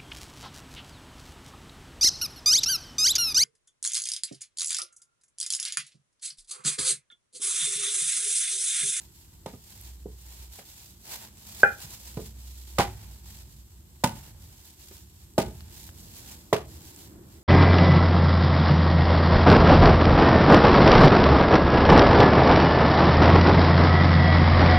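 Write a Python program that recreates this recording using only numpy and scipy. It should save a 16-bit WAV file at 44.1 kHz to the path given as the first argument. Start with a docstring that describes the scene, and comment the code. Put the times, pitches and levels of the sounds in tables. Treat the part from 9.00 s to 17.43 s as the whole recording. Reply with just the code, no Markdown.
"""A covered yard, where a steel hammer cracks hard fruit pods on a round wooden block, a step from a stereo microphone.
Each blow knocks the hollow pod (a damped swing), rings the block and steel bowls (decaying modes), splits the
husk (noise clicks) and thumps the ground (a sinking tone); noise echoes give the near walls' brief answer.
The hammer drops once on the bare block. Thin plastic gloves rustle and snap in shaped noise; low sine hums
come and go over a late-swelling noise drone, distant noise rumble and a faint hiss."""
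import sys
import numpy as np
from scipy import signal
from scipy.fft import rfft, irfft
from scipy.io import wavfile
from scipy.ndimage import uniform_filter1d

SR = 44100
rng = np.random.default_rng(int(sys.argv[2]) if len(sys.argv) > 2 else 0)


def materialize(psi):
    """Save the field psi as 16-bit PCM at rate SR to the path in sys.argv[1].

    A 1-D psi becomes a single channel; in a 2-D psi each row is a channel.
    """
    bounded = np.clip(np.atleast_2d(psi).T, -1, 1)
    quanta = np.round(bounded * 32767).astype(np.int16)
    wavfile.write(sys.argv[1], SR, quanta)


N = 371763  # length in samples

# pods struck or set down: start_s, level_db, pod_hz, swings (pod cycles until its swing is fullest),
# upper_db (pod's upper tone), contact_ms, block_db, woken_hz (block modes favoured), bowl_db, crack_db,
# late_ms (crack after contact), colour_hz (crack treble corner), tear_db (spatter after the crack),
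# thump_db, thump_hz, pan_db (left minus right); part levels are relative to the blow
POD_BLOWS = [(0.4591, -24.5, 534, 1.2, -8, 1.02, -9.5, 945, -30, -20.5, 1, 3400, 1, -8, 147, -2),
             (0.534, -34, 233, 0.5, -20, 1.9, -5, 407, -40, -31, 1.5, 1990, -11, -0.5, 122, -3.5),
             (1.056, -19.5, 424, 1.23, -30, 3.46, -11.5, 440, -50, -49.5, 1.5, 1980, -16, -19.5, 170, -2),
             (1.586, -41, 470, 1.04, -1, 1.1, -3.5, 603, -20, -13.5, 1.5, 2000, 5.5, -7, 183, -2),
             (2.842, -35, 151, 0.99, -20, 3.9, -16, 400, -28.5, -28, 1.5, 2090, -2, -6, 122, -2.5),
             (3.168, -29.5, 281, 1.24, -17, 1.1, -2.5, 425, -23.5, -15, 1.3, 2000, -10, 6.5, 127, -2.5),
             (3.191, -26, 486, 1.2, -12, 1.74, -7.5, 460, -40, -41, 1.5, 2000, -5, -8.5, 155, -2),
             (3.7833, -14.5, 725, 0.83, -0.5, 0.5, -5.5, 495, -5.5, -5, 2.6, 2960, -7.5, -1, 139, -2.5),
             (3.7944, -14.5, 458, 0.98, -11.5, 0.3, -3, 792, -33.5, -27, 1.8, 1290, 17, -8, 140.2, -1),
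             (5.0366, -13, 710, 0.91, -12, 0.64, -2, 886, -12, -6.5, 3.4, 5900, -8, -2.5, 137, -2),
             (5.909, -45.5, 338, 1.3, -10, 1.3, -4, 400, -22, -18.5, 1.5, 3030, 9, -10.5, 195, 0),
             (6.379, -7.5, 591, 0.85, -13, 0.52, -9, 730, -22, -17, 1.6, 4500, -4.5, -7, 149, -1),
             (6.478, -45, 210, 1.24, -6, 1.14, 4.5, 500, -25.5, -24, 1.5, 2210, 11, -1, 135, 0),
             (7.527, -2, 620, 0.91, -1, 1.3, -12, 436, -33, -23.5, 3.1, 1580, -1.5, -16, 133, -1)]
# left-right likeness of spread-out sounds: pitch_hz, likeness (0-1)
FAR_LIKENESS = [(60, 1), (300, 0.85), (700, 0.4), (1500, 0), (6000, 0.31), (16000, 0)]
# left-right likeness of sounds close by: pitch_hz, likeness (0-1)
NEAR_LIKENESS = [(60, 0.92), (300, 1), (700, 0.5), (1100, .1), (1800, 0.39), (6000, 0.29), (16000, 0.091)]


def undb(db):
    """Decibels to an amplitude factor."""
    return 10 ** (np.asarray(db, float) / 20)


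def unit(x):
    """Scales a sound to an RMS of one."""
    return x / np.sqrt(np.mean(x ** 2))


def curve(table):
    """Level of a (s, dB) table, sample by sample."""
    s, db = np.transpose(table)
    return np.interp(np.arange(N) / SR, s, db)


def at(table, hz):
    """Value of an (Hz, value) table on a log pitch axis."""
    f, v = np.transpose(table)
    return np.interp(np.log(np.maximum(hz, 1)), np.log(f), v, left=v[0], right=v[-1])


def fade(t, t60):
    """Exponential decay that falls 60 dB in t60 seconds."""
    return np.exp(-np.log(1000) * t / t60)


def walk(rate):
    """Random levels held 1 / rate s and slewed twice."""
    hold = int(SR / rate)
    steps = np.repeat(rng.standard_normal(N // hold + 1), hold)
    return uniform_filter1d(uniform_filter1d(steps, hold), hold)[:N]


def stereo(raw, gain, likeness):
    """Colours two noises and blends them into a pair as alike at each pitch as the table says."""
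    size = raw.shape[1]
    hz = np.arange(size // 2 + 1) * SR / size
    alike = np.clip(at(likeness, hz), -.99, .999)
    mid, side = rfft(raw) * gain(hz) * np.sqrt([1 + alike, 1 - alike])
    return irfft(np.array([mid + side, mid - side]) / 2, size)


def ring(modes, t, spread_db):
    """Decaying modes whose pitches and levels vary at random from one ring to the next."""
    hz, db, t60 = np.transpose(modes)[:, :, None]
    pitch_chance, level_chance = rng.standard_normal((2, len(modes), 1))
    hz = hz * (1 + 0.0043 * pitch_chance)
    tones = fade(t, t60) * np.sin(2 * np.pi * hz * t)
    return np.sum(undb(db + spread_db * level_chance) * tones, 0)


def swing(hz, rise_s, t):
    """A heavily damped swing that builds for rise_s and dies."""
    return np.sin(2 * np.pi * hz * t) * (t / rise_s) ** 2 * np.exp(2 - 2 * t / rise_s)


def pushed(x, contact_ms):
    """A softer contact is a longer push and leaves out the treble."""
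    keep = np.exp(-6000 / (max(contact_ms, .05) * SR))
    return signal.lfilter([(1 - keep) ** 2], [1, -2 * keep, keep ** 2], x)


def blows(yard):
    """Each blow sums the pod's knock, the block, the bowls, the husk's crack and the late ground thump."""
    out, t = np.zeros((2, N)), np.arange(SR // 2) / SR
    for (s, db, pod_hz, swings, upper_db, contact_ms, block_db, woken_hz, bowl_db, crack_db,
         late_ms, colour_hz, tear_db, thump_db, thump_hz, pan_db) in POD_BLOWS:
        wood = undb(block_db) * block(woken_hz, t)
        knock = pushed(pod(pod_hz, swings, upper_db, t) - wood, contact_ms)
        crack = undb(crack_db) * husk(colour_hz, tear_db, late_ms / 1000, t)
        wide = crack + undb(bowl_db) * bowls(t)
        centre = knock - undb(thump_db) * thump(thump_hz, t)
        add(out, s, undb(db) * centre, undb(db) * wide, pan_db, yard)
    return out


def pod(hz, swings, upper_db, t):
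    """The hollow pod pulls the air in first, then swings at its pitch and a higher tone."""
    upper = swing(1.717 * hz, swings / hz, t)
    return -swing(hz, swings / hz, t) - undb(upper_db) * upper


def block(woken_hz, t):
    """Wood modes rung by one push, then by the small pushes of the pod chattering on the block."""
    # modes of the wooden block: pitch_hz, level_db (before favouring), t60_s
    block_modes = [(132.7, -10, 0.071), (168.6, -7.5, 0.085), (248.5, -8, 0.12), (321, -13.5, 0.075),
                   (372.4, -2, 0.098), (441.2, -1.5, 0.08), (571, -3.5, 0.085), (634, -0.5, 0.046),
                   (745, -1, 0.041), (801, -0.5, 0.077), (881, -2.5, 0.069), (913, 0, 0.066),
                   (1001, 1.5, 0.05), (1226, -8, 0.072), (1485, -5, 0.076), (1706, -21.5, .04),
                   (2010, -6, 0.038), (2950, -13, 0.052)]
    woken_db, woken_octaves = 9, 0.23
    chatter_db, chatter_t60_s = -8.5, 0.026
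    # where the pod lies decides which modes wake most
    modes = []
    for hz, db, t60 in block_modes:
        favour = np.exp(-(np.log2(hz / woken_hz) / woken_octaves) ** 2)
        modes.append((hz, db + woken_db * favour, t60))
    chatter = rng.standard_normal(len(t)) * fade(t, chatter_t60_s) * np.minimum(t / 0.0021, 1)
    chatter = undb(chatter_db) * chatter / np.sqrt(np.sum(chatter ** 2))
    pushes = chatter + (t == 0)
    wood = signal.fftconvolve(ring(modes, t, spread_db=3.5), pushes)[:len(t)]
    wood = wood * (1 - np.exp(-(t / 0.0034) ** 2))
    return wood / np.sqrt(np.sum(wood ** 2) / (0.011 * SR))


def bowls(t):
    """Steel bowls beside the block ring up slowly and flutter in level."""
    # bowl modes: pitch_hz, level_db, t60_s (before the extra fade below)
    bowl_modes = [(874, -31, 1.2), (1227, -44, .5), (434, -39, .3)]
    swell = (1 - np.exp(-t / .05)) * fade(t, 3.1)
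    return ring(bowl_modes, t, spread_db=8) * swell * undb(walk(31.4)[:len(t)])


def husk(colour_hz, tear_db, late_s, t):
    """A burst of uneven clicks a moment after contact, with a fading, crunchy spatter."""
    snap_t60_s, spatter_t60_s, tear_t60_s = 0.0064, 0.031, 0.22

    def colour(f):
        bass_cut = (f / 900) ** 2 / (1 + (f / 900) ** 2)
        return bass_cut / (1 + (f / colour_hz) ** 2) ** 0.67

    uneven = undb(2.0 * np.minimum(rng.exponential(size=len(t)), 4))
    clicks = unit(stereo(rng.standard_normal((2, len(t))) * uneven, colour, NEAR_LIKENESS))
    late = np.maximum(t - late_s, 0)
    snap = (1 - np.exp(-(late / 0.00057) ** 2)) * fade(late, snap_t60_s)
    crunch = undb(3.5 * walk(300)[:len(t)])
    tear = undb(tear_db) * crunch * fade(t, tear_t60_s)
    start = 1 - np.exp(-(t / 0.0028) ** 2)
    return clicks * (snap + start * (fade(t, spatter_t60_s) + tear))


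def thump(hz, t):
    """The ground answers late with a damped tone that starts higher and sinks to its pitch."""
    late_s, rise_s = .0035, 0.0045
    from_ratio, sink_s = 1.56, 0.0043
    t = np.maximum(t - late_s, 0)
    turns = hz * (t + (from_ratio - 1) * sink_s * (1 - np.exp(-t / sink_s)))
    return np.sin(2 * np.pi * turns) * (t / rise_s) ** 2 * np.exp(2 - 2 * t / rise_s)


def hammer_drops(yard):
    """The dropped hammer rings its modes, rocks on the wood and lightly thumps the ground."""
    # drops on the bare block: start_s, level_db, pan_db (left minus right), contact_ms
    drop_table = [(2.632, -11.5, -1, 0.29)]
    # hammer-on-block modes: pitch_hz, level_db, t60_s
    hammer_modes = [(562, 7.5, 0.016), (470, -8, .06), (539, -9, 0.056), (690.5, -9.5, 0.05),
                    (806, -9, 0.13), (1370, -11.5, 0.07), (1404, -3.5, 0.096), (1496, -4.5, 0.1),
                    (1536, 1.5, 0.035), (1224, -11, 0.023), (1583, -0.5, 0.032), (2050, -12, 0.039),
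                    (2250, -16.5, 0.033), (2437, -13, 0.088), (2890, -14, .02), (3205, -7.5, 0.015)]
    out, t = np.zeros((2, N)), np.arange(SR // 2) / SR
    for s, db, pan_db, contact_ms in drop_table:
        hammer = ring(hammer_modes, t, spread_db=4) * (1 - np.exp(-(t / 0.0015) ** 2))
        rocking_db = 7.5 * walk(150)[:len(t)] * np.minimum(t / 0.013, 1)
        hammer = hammer * undb(rocking_db)
        thud = undb(-17.5) * thump(120, t)
        add(out, s, undb(db) * (thud - pushed(hammer, contact_ms)), 0, pan_db, yard)
    return out


def add(out, s, x, wide, pan_db, yard):
    """Places a sound, its echoes and its wide part, which has no echoes."""
    # small things radiate no deep bass
    x = signal.sosfilt(signal.butter(1, 70, "high", fs=SR, output="sos"), x)
    pair = (x + wide) * undb([[pan_db / 2], [-pan_db / 2]])
    pair = pair + signal.fftconvolve(x[None], yard, axes=1)[:, :len(x)]
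    i = int(s * SR)
    out[:, i:i + len(x)] += pair[:, :N - i]


def echoes(t):
    """Dense noise echoes: a short answer of ground and near things plus walls that die at a rate per band."""
    # decay of the walls: pitch_hz, t60_s
    wall_decay = [(60, 1), (160, 0.38), (420, 0.2), (900, 0.28), (1450, 0.2), (3000, 0.3), (8000, 0.073),
                  (16000, 0.17)]
    # level of the echoes: pitch_hz, level_db
    wall_level = [(60, -2.5), (200, -7.5), (450, -5), (900, -8), (1600, -1), (4000, -2), (16000, -3)]
    early_db, early_t60_s = -2, 0.016
    raw, out = rng.standard_normal((2, len(t))), 0
    rise = np.clip(t / 0.0022 - .3, 0, 1)
    for hz in 62.5 * 2. ** np.arange(0, 8.5, .5):  # overlapping bands, half an octave apart
        def bell(f):
            return np.cos(np.pi * np.clip(np.log2(f / hz + 1e-9), -.5, .5)) ** 2

        decay = fade(t, at(wall_decay, hz)) + undb(early_db) * fade(t, early_t60_s)
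        band = stereo(raw, bell, NEAR_LIKENESS) * rise * decay
        out = out + undb(at(wall_level, hz)) * band * np.sqrt(hz / SR / np.sum(band ** 2))
    return out


def gloves():
    """Crinkling plastic film: dense tiny snaps that swell with each movement, hold, die away and flicker."""
    # movements of a gloved hand: start_s, length_s, rustle_db, low_db (its lower part, relative)
    glove_moves = [(0, 0.014, -49, -1.5), (0.122, 0.076, -55.5, -11), (0.3, 0.021, -66, -11.5),
                   (0.474, 0.41, -58.5, -16), (0.671, 0.22, -52.5, -2.5), (1.082, 0.047, -55.5, -1.5),
                   (1.19, 0.011, -50.5, -6), (1.255, 0.19, -53, -2.5), (1.519, 0.077, -48.5, -4.5),
                   (1.613, 0.3, -52, -6.5), (1.982, 0.14, -56, -14), (2.069, 0.08, -41, 0.5),
                   (2.207, 0.039, -48, 2.5), (2.348, 0.39, -52.5, -4.5), (2.465, 0.18, -46.5, -3),
                   (2.789, 0.065, -45, -2), (2.894, 0.073, -46, -4), (3.022, 0.055, -45.5, -4.5),
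                   (3.106, 0.16, -50, -4.5), (3.374, 0.1, -54, -5.5), (3.462, 0.16, -53.5, -8),
                   (3.663, 0.17, -51.5, -5.5), (3.893, 0.16, -56.5, 3.5), (4.103, 0.088, -53.5, -0.5),
                   (4.24, 0.16, -52.5, -3), (4.483, 0.11, -55, -7), (5.112, 0.17, -55, 3.5),
                   (5.395, 0.25, -56.5, -3), (5.627, 0.038, -48.5, -5), (5.796, 0.2, -51.5, -5.5),
                   (5.992, 0.22, -64, -17.5), (6.43, 0.28, -57, 2), (6.736, 0.13, -50.5, -5.5),
                   (6.965, 0.12, -51, -12), (7.114, 0.091, -48, -5), (7.258, 0.037, -46.5, -2),
                   (7.35, 0.15, -58, -7), (7.665, 0.39, -52.5, -3), (8.31, 0.073, -58.5, 1)]
    # colour of the rustle: pitch_hz, level_db (per Hz)
    rustle_colour = [(210, -26), (350, -8), (560, -9.5), (900, -2), (1200, -11.5), (1600, -7.5), (2200, -8),
                     (4260, -4.5), (6240, -5.5), (7550, -3.5), (9430, -9.5), (13400, -5), (15300, -9.5),
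                     (16500, -13.5)]
    attack_s, t60_s, idle_db = 0.074, 0.36, -64.5
    s, length, db, low_db = np.transpose(glove_moves)[:, :, None]
    clock = np.arange(0, N + 64, 64) / SR  # one level every 64 samples
    t = clock - s
    attack = np.clip(t / attack_s + .5, 0, 1)  # half open at the start time
    move = undb(db) * attack * fade(np.maximum(t - length, 0), t60_s)

    def together(gains):
        power = np.sum(gains ** 2, 0) + undb(idle_db) ** 2
        return np.interp(np.arange(N) / SR, clock, np.sqrt(power))

    def low(f):
        return 1 / (1 + (f / 2500) ** 4)

    snaps = rng.standard_normal((2, N)) * undb(1.2 * rng.exponential(size=N))
    high = stereo(snaps, lambda f: undb(at(rustle_colour, f)) * (1 - low(f)), FAR_LIKENESS)
    under = stereo(snaps, lambda f: undb(at(rustle_colour, f)) * low(f), FAR_LIKENESS)
    pair = together(move) * high + together(move * undb(low_db)) * under
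    pair = pair / np.sqrt(np.mean(high ** 2))
    flicker_db = 1.5 * walk(40) + 2.0 * walk(300) + 1.9 * walk(15)
    return undb(flicker_db + np.array([[-.9], [.9]])) * pair  # a little to the right


def ticks():
    """Single dry snaps of a glove: millisecond noise bursts in a broad band."""
    # snaps: start_s, peak_db, centre_hz, width_hz
    tick_table = [(.8125, -30, 12200, 6100), (1.043, -46, 6000, 5000), (1.594, -41, 7000, 8000),
                  (1.79, -44, 8000, 8000), (2.372, -38, 6020, 9000), (6.337, -40.5, 9100, 9000),
                  (6.607, -33.5, 2940, 3530), (6.891, -35, 1500, 3600), (7.962, -30, 8000, 6040)]
    out, t = np.zeros((2, N)), np.arange(SR // 20) / SR
    for s, db, hz, width_hz in tick_table:
        raw = rng.standard_normal((2, len(t)))
        band = stereo(raw, lambda f: np.exp(-((f - hz) / width_hz) ** 2 * 2), NEAR_LIKENESS)
        burst = band * t * np.exp(-t / 0.00033)
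        i = int(s * SR)
        out[:, i:i + len(t)] += undb(db) * burst / np.max(np.abs(burst))
    return out


def hum():
    """Low sine tones that come in spells, each drifting in level and wavering."""
    # spells of a deep hum and a fainter higher one: start_s, length_s, pitch_hz, start_db, end_db
    hum_spells = [(0.82, 0.72, 61.3, -47.5, -44), (3.016, 0.95, 62.4, -47, -41),
                  (3.92, 0.59, 61.3, -51, -44.5), (4.546, 0.12, 61.8, -49.5, -51.5),
                  (4.745, 0.056, 61.3, -44.5, -50.5), (1.951, 0.82, 214.8, -69, -63.5),
                  (3.014, 0.41, 213.8, -68, -63), (4.079, 0.51, 209.6, -64, -73)]
    edge_s = 0.045
    t, out = np.arange(N) / SR, 0
    for s, length, hz, db, end_db in hum_spells:
        on = np.clip(np.minimum(t - s, s + length - t) / edge_s + .5, 0, 1)
        level = undb(np.interp(t, [s, s + length], [db, end_db]))
        out = out + on * level * np.sin(2 * np.pi * hz * t)
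    return np.sqrt(2) * undb(1.5 * walk(13.0)) * out  # table levels are RMS


def drone():
    """A fluttering band of low noise that swells late and eases at the very end."""
    # level of the drone: time_s, level_db
    drone_level = [(5.3, -69), (7.5, -62), (8.2, -53), (8.43, -62)]
    centre_hz, width_hz = 332, 57
    raw = rng.standard_normal((2, N))
    band = stereo(raw, lambda f: 1 / (1 + ((f - centre_hz) / width_hz) ** 2), FAR_LIKENESS)
    return unit(band) * undb(curve(drone_level) + 1.4 * walk(14))


def rumble():
    """Distant noise: a steady deep part that booms in the yard after each blow, and an upper part on its own."""
    # colour of the rumble: pitch_hz, level_db (per Hz)
    distant_colour = [(13, -58.5), (22, -30), (47, -6), (71, 1), (147, -11.5), (215, -14.5), (237, -20),
                      (374, -32.5), (404, -36.5), (438, -34.5), (464, -31), (503, -33), (2500, -45),
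                      (3250, -83), (5500, -120)]
    # gain of the upper rumble: time_s, gain_db
    upper_gain = [(0, -56.5), (1.5, -56), (2.1, -49), (3.3, -48), (4.2, -50), (4.7, -55.5), (5.4, -48.5),
                  (6.2, -54.5), (7.2, -43), (8.43, -42.5)]
    steady_db = -54.5
    boom_db, boom_t60_s, boom_rise_s = -28.5, 2.9, 0.033  # level relative to each thump
    s, db, *_, thump_db, _, _ = np.transpose(POD_BLOWS)[:, :, None]
    t = np.maximum(np.arange(N) / SR - s, 0)
    boom = undb(db + thump_db + boom_db) * np.minimum(t / boom_rise_s, 1) * fade(t, boom_t60_s)

    def low(f):
        return 1 / (1 + (f / 220) ** 4)

    def upper_colour(f):
        return undb(at(distant_colour, f)) * (1 - low(f)) / (1 + (f / 2500) ** 4)

    raw = rng.standard_normal((2, N))
    deep = stereo(raw, lambda f: undb(at(distant_colour, f)) * low(f) * (f > 18), FAR_LIKENESS)
    upper = stereo(raw, upper_colour, FAR_LIKENESS)
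    deep_gain = np.sqrt(undb(steady_db) ** 2 + np.sum(boom ** 2, 0))
    both = deep_gain * deep + undb(curve(upper_gain)) * upper
    return undb(2.0 * walk(8.0)) * both / np.sqrt(np.mean(deep ** 2))


def distance():
    """Rumble and hum together, leaning slightly to the right."""
    return (rumble() + hum()) * undb([[-.7], [.7]])


def hiss():
    """A steady coloured noise under everything."""
    # colour of the hiss: pitch_hz, level_db (per Hz)
    hiss_colour = [(530, -32), (900, -2.5), (1760, -11), (2400, -18.5), (2800, -5.5), (6480, -5), (7570, 3),
                   (9730, -7), (13300, 1.5), (14600, -6), (15700, -20.5)]
    noise = stereo(rng.standard_normal((2, N)), lambda f: undb(at(hiss_colour, f)), FAR_LIKENESS)
    return undb(-62.5) * unit(noise)


def scene():
    """The work in its yard, the gloves and the background."""
    yard = echoes(np.arange(SR // 2) / SR)
    work = blows(yard) + hammer_drops(yard)
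    return work + gloves() + ticks() + drone() + distance() + hiss()


def record(dry):
    """The left port is further from the work; the deepest bass is lost and the top cut steeply."""
    left_lag_s, low_cut_hz, top_hz = .00009, 15, 15700
    lag = int(round(left_lag_s * SR))
    ports = np.array([np.r_[np.zeros(lag), dry[0, :N - lag]], dry[1]])
    thin = signal.sosfilt(signal.butter(2, low_cut_hz, "high", fs=SR, output="sos"), ports)
    return signal.sosfilt(signal.ellip(8, .2, 70, top_hz, fs=SR, output="sos"), thin)


dry = scene()
out = record(dry)
materialize(out)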